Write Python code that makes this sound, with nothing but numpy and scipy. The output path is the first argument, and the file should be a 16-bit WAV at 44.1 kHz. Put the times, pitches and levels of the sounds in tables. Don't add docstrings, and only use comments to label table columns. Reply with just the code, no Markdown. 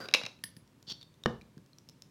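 import sys
import numpy as np
from scipy import signal
from scipy.fft import rfft, irfft
from scipy.io import wavfile

SR = 44100
rng = np.random.default_rng(int(sys.argv[2]) if len(sys.argv) > 2 else 0)


def pcm_store(signal):
    levels = np.round(np.clip(np.atleast_2d(signal), -1, 1) * 32767)
    wavfile.write(sys.argv[1], SR, levels.astype(np.int16).T)


N = 92610


def from_db(db):
    return 10 ** (np.asarray(db) / 20)


def rms_one(x):
    return x / np.sqrt(np.mean(x ** 2) + 1e-20)


def at_hz(points, hz, axis=1):
    points = np.array(points)
    return np.interp(np.log(hz + 1e-9), np.log(points[:, 0]), points[:, axis])


def convolve(x, response):
    return signal.fftconvolve(x, response)[:N]


def colour(x, spectrum):
    size = 8192
    hz = np.arange(size // 2 + 1) * SR / size
    cepstrum = irfft(np.log(from_db(at_hz(spectrum, hz))))
    fold = np.r_[1, np.full(size // 2 - 1, 2), 1, np.zeros(size // 2 - 1)]
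    return convolve(x, irfft(np.exp(rfft(cepstrum * fold))))


def clicks(rows):
    out = np.zeros(N)
    for s, db in rows:
        out[int(np.clip(s * SR, 0, N - 1))] += from_db(db)
    return out


def bursts(rows, decay_s):
    size = 4096
    out = np.zeros(N + size)
    dying = from_db(-60 * np.arange(size) / SR / decay_s)
    for s, db in rows:
        spectrum = rfft(rng.standard_normal(size) * dying)
        flat = irfft(spectrum / np.abs(spectrum))
        flurry = flat * np.sqrt(dying)
        start = int(np.clip(s * SR, 0, N - 1))
        out[start:start + size] += from_db(db) * flurry / np.linalg.norm(flurry)
    return out[:N]


def ring(force, modes):
    t = np.arange(SR // 2) / SR
    response = np.zeros(len(t))
    for k, (hz, db, t60) in enumerate(modes):
        response += (-1) ** k * from_db(db - 60 * t / t60) * np.sin(2 * np.pi * hz * t)
    return convolve(force, response)


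def friction(level, spectrum, modes):
    slips_per_s, spread_db = 1800, 3.5
    happens = rng.random(N) < slips_per_s / SR
    strength = from_db(spread_db * np.clip(rng.standard_normal(N), -2, 2))
    slips = happens * strength * rng.choice([-1, 1], N)
    rub = rms_one(colour(slips, spectrum) + ring(slips, modes))
    s, db = np.transpose(level)
    return rub * from_db(np.interp(np.arange(N) / SR, s, db, left=-np.inf, right=-np.inf))


# (time [s], level [dB], knock on the table relative to the clack [dB])
CLACKS = [(0.0565, -35, 3), (0.0705, -44, 5), (0.0865, -22.5, 6.5), (0.1122, -32, 8), (0.1272, -38.5, 4),
          (0.1388, 0.5, -11), (0.1455, -5.5, 5), (0.1490, -6.5, -2.5), (0.1580, -20, -2),
          (0.2140, -32.5, 18), (0.2355, -23.5, 2), (0.2530, -21.5, -5), (0.2634, -18, 2.5),
          (0.3095, -57, -14), (0.328, -62, 23)]
# (frequency [Hz], level [dB], time to fall by 60 dB [s])
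BLOCK_MODES = [(2035, -27.5, .03), (2370, -17.5, .018), (2540, -22, .04), (2680, -19, .028),
               (2840, -26, .05), (3850, -12, .015), (3975, -33.5, .06), (5020, -32.5, .03),
               (5330, -17.5, .008), (6250, -28, .012), (10860, -39.5, .025)]
# (frequency [Hz], level [dB])
CRACK_SPECTRUM = [(200, -18), (700, -21), (1100, -3), (3200, 10), (5500, 7.5), (6600, 3), (7600, -9.5),
                  (11000, -12), (16000, -20.5)]
# (frequency [Hz], level [dB])
KNOCK_SPECTRUM = [(60, -20.5), (150, -5.5), (300, 6), (520, 11), (950, 5), (1600, 7), (3000, -8.5),
                  (9000, -34)]


def block_rattle():
    hits = [(s, db) for s, db, weight in CLACKS]
    knocks = [(s, db + weight) for s, db, weight in CLACKS]
    tones = ring(clicks(hits), BLOCK_MODES)
    cracks = colour(bursts(hits, decay_s=.014), CRACK_SPECTRUM)
    table_knocks = colour(bursts(knocks, decay_s=.04), KNOCK_SPECTRUM)
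    return tones + cracks + table_knocks


# (frequency [Hz], level [dB])
SNAP_SPECTRUM = [(80, 9), (250, 17), (550, 13), (900, 7), (1500, 9.5), (2300, -9.5), (3000, -3.5),
                 (5500, -5.5), (8000, -20.5), (16000, -38)]
# (frequency [Hz], level
# [dB], time to fall by 60 dB [s])
THUMP_MODES = [(89, -70, .3), (130, -37, .3), (205, -20, .05), (226, -26, .22), (335, -19.5, .035),
               (495, -34, .12), (1330, -22, .012), (1810, -22, .02), (3010, -24.5, .012)]


def set_down():
    snap_s, thump_lag_s = 1.2592, .0012
    snap = colour(bursts([(snap_s, 0)], decay_s=.012), SNAP_SPECTRUM)
    thump = ring(clicks([(snap_s + thump_lag_s, 0)]), THUMP_MODES)
    return snap + thump


# (time [s], level [dB])
DRAG_LEVEL = [(0.862, -90), (0.871, -56.5), (0.884, -48), (0.900, -41), (0.916, -39.5), (0.925, -41.5),
              (0.930, -60), (0.950, -77), (0.960, -83)]
# (frequency [Hz], level [dB])
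DRAG_SPECTRUM = [(200, -12), (1200, -14), (2300, -16.5), (3200, 5), (5300, 5), (7500, -18.5), (11000, -26),
                 (16000, -25)]
# (frequency [Hz], level [dB], time to fall by 60 dB [s])
DRAG_MODES = [(3580, -25.5, .012), (4280, -30.5, .01), (4530, -24.5, .02), (4910, -26.5, .02)]


def block_drag():
    return friction(DRAG_LEVEL, DRAG_SPECTRUM, DRAG_MODES)


# (time [s], level [dB])
CLINKS = [(0.4386, 0), (0.5665, -19)]
# (frequency [Hz], level [dB], time to fall by 60 dB [s])
RING_MODES = [(1443, -48, .02), (1790, -32.5, .025), (4850, -32, .014), (6174, -48, .04), (8280, -51, .08),
              (9110, -48, .05), (10245, -36, .06), (12400, -48, .05), (14450, -43, .045)]
# (frequency [Hz], level [dB])
RING_CLICK_SPECTRUM = [(200, -27), (900, -17), (1400, -15), (5000, -5.5), (7500, -24), (12000, -19),
                       (16000, -32)]


def ring_clinks():
    tones = ring(clicks(CLINKS), RING_MODES)
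    return tones + colour(bursts(CLINKS, decay_s=.02), RING_CLICK_SPECTRUM)


# (time [s], level
# [dB], ringing frequency [Hz], extra level of the ringing [dB])
TICKS = [(0.390, -13, 2600, 2.5), (0.6765, -11.5, 5500, -6.5), (0.8272, -0.5, 6800, -12.5),
         (1.0130, -12, 4500, 17), (1.0195, -8, 3650, 8.5), (1.0285, -6, 3600, 10), (1.0310, -9, 4450, 5),
         (1.141, -12.5, 3600, -1.5), (1.2372, 5, 3700, 6), (1.4128, -8, 2390, 8.5),
         (1.4185, -10.5, 4000, 4), (1.579, -6, 1600, -2.5), (1.662, -10, 5500, -15),
         (1.7320, -12.5, 4200, 7.5), (1.7850, 0.5, 5700, -3.5), (1.8888, 1.5, 5200, -0.5),
         (1.8960, 1.5, 6000, -13.5), (2.0215, 5, 5300, -3)]
# (frequency [Hz], level [dB])
TICK_SPECTRUM = [(200, -23), (1800, -39), (3200, -30.5), (5500, -24.5), (8000, -37), (16000, -43)]


def ticks():
    sound = colour(bursts([(s, db) for s, db, hz, extra_db in TICKS], decay_s=.009), TICK_SPECTRUM)
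    for s, db, hz, extra_db in TICKS:
        mode = (hz, -46, .016)
        sound = sound + ring(clicks([(s, db + extra_db)]), [mode])
    return sound


# (time [s], level [dB])
BUMPS = [(0.199, -4), (0.236, 7), (0.440, 2.5), (0.567, 3.5), (0.600, -15), (0.775, -6), (0.876, 3),
         (0.915, 6), (1.060, -23), (1.137, -10), (1.413, -7.5), (1.568, 7.5), (1.582, 5), (1.893, -4.5),
         (1.956, -7)]
# (frequency [Hz], level [dB], time to fall by 60 dB [s])
BUMP_MODES = [(115, -55, .12), (186, -49, .06), (260, -51.5, .035), (390, -55.5, .025)]


def soft_bumps():
    return ring(clicks(BUMPS), BUMP_MODES)


# (time [s], level [dB])
SLIDE_LEVEL = [(0, -42), (0.012, -40.5), (0.028, -47), (0.05, -43.5), (0.075, -57.5), (0.11, -62.5),
               (0.14, -68), (0.16, -108)]
# (frequency [Hz], level [dB])
SLIDE_SPECTRUM = [(70, -14.5), (200, 9), (500, 7.5), (900, -2), (1500, 8.5), (2500, -11.5), (5000, -9),
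                  (8000, -22.5), (16000, -24.5)]
# (frequency [Hz], level [dB], time to fall by 60 dB [s])
SLIDE_MODES = [(1490, -45, .03), (1700, -29, .02), (4770, -32.5, .06), (4950, -37, .02)]


def hand_slide():
    return friction(SLIDE_LEVEL, SLIDE_SPECTRUM, SLIDE_MODES)


# (frequency [Hz], reverberation level [dB], time to fall by 60 dB [s])
ROOM = [(100, -6.5, .45), (250, -11, .38), (700, -7, .34), (1800, -13, .3), (4200, -12, .33),
        (7000, -13.5, .28), (14000, -12.5, .2)]


def room(x):
    build_up_s = .012
    t = np.arange(SR // 2) / SR
    response = np.zeros(len(t))
    edges = np.geomspace(50, 18000, 15)
    for low, high in zip(edges, edges[1:]):
        hz = np.sqrt(low * high)
        band_filter = signal.butter(2, [low, high], "band", fs=SR, output="sos")
        band = signal.sosfilt(band_filter, rng.standard_normal(len(t)))
        decay = from_db(-60 * t / at_hz(ROOM, hz, axis=2))
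        tail = band * decay * (1 - np.exp(-(t / build_up_s) ** 2))
        share = np.sqrt(2 * (high - low) / SR)
        response += tail / np.linalg.norm(tail) * share * from_db(at_hz(ROOM, hz))
    return convolve(x, response)


# (frequency [Hz], level [dB])
FLOOR_SPECTRUM = [(15, -31), (25, -19.5), (44, -16.5), (134, 0), (354, -11.5), (439, -15.5), (560, -17),
                  (818, -26), (887, -20.5), (1610, -26), (2690, -28), (5280, -31.5), (16000, -40.5)]


def background():
    level_db = -63
    return from_db(level_db) * rms_one(colour(rng.standard_normal(N), FLOOR_SPECTRUM))


def scene():
    block = block_rattle() + set_down() + block_drag()
    hand = ring_clinks() + ticks() + soft_bumps() + hand_slide()
    table = block + hand
    return (table + room(table) + background())[None]


def record(dry):
    cutoff_hz = 15900
    low_pass = signal.ellip(10, .1, 70, cutoff_hz, fs=SR, output="sos")
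    return signal.sosfilt(low_pass, dry)


dry = scene()
out = record(dry)
pcm_store(out)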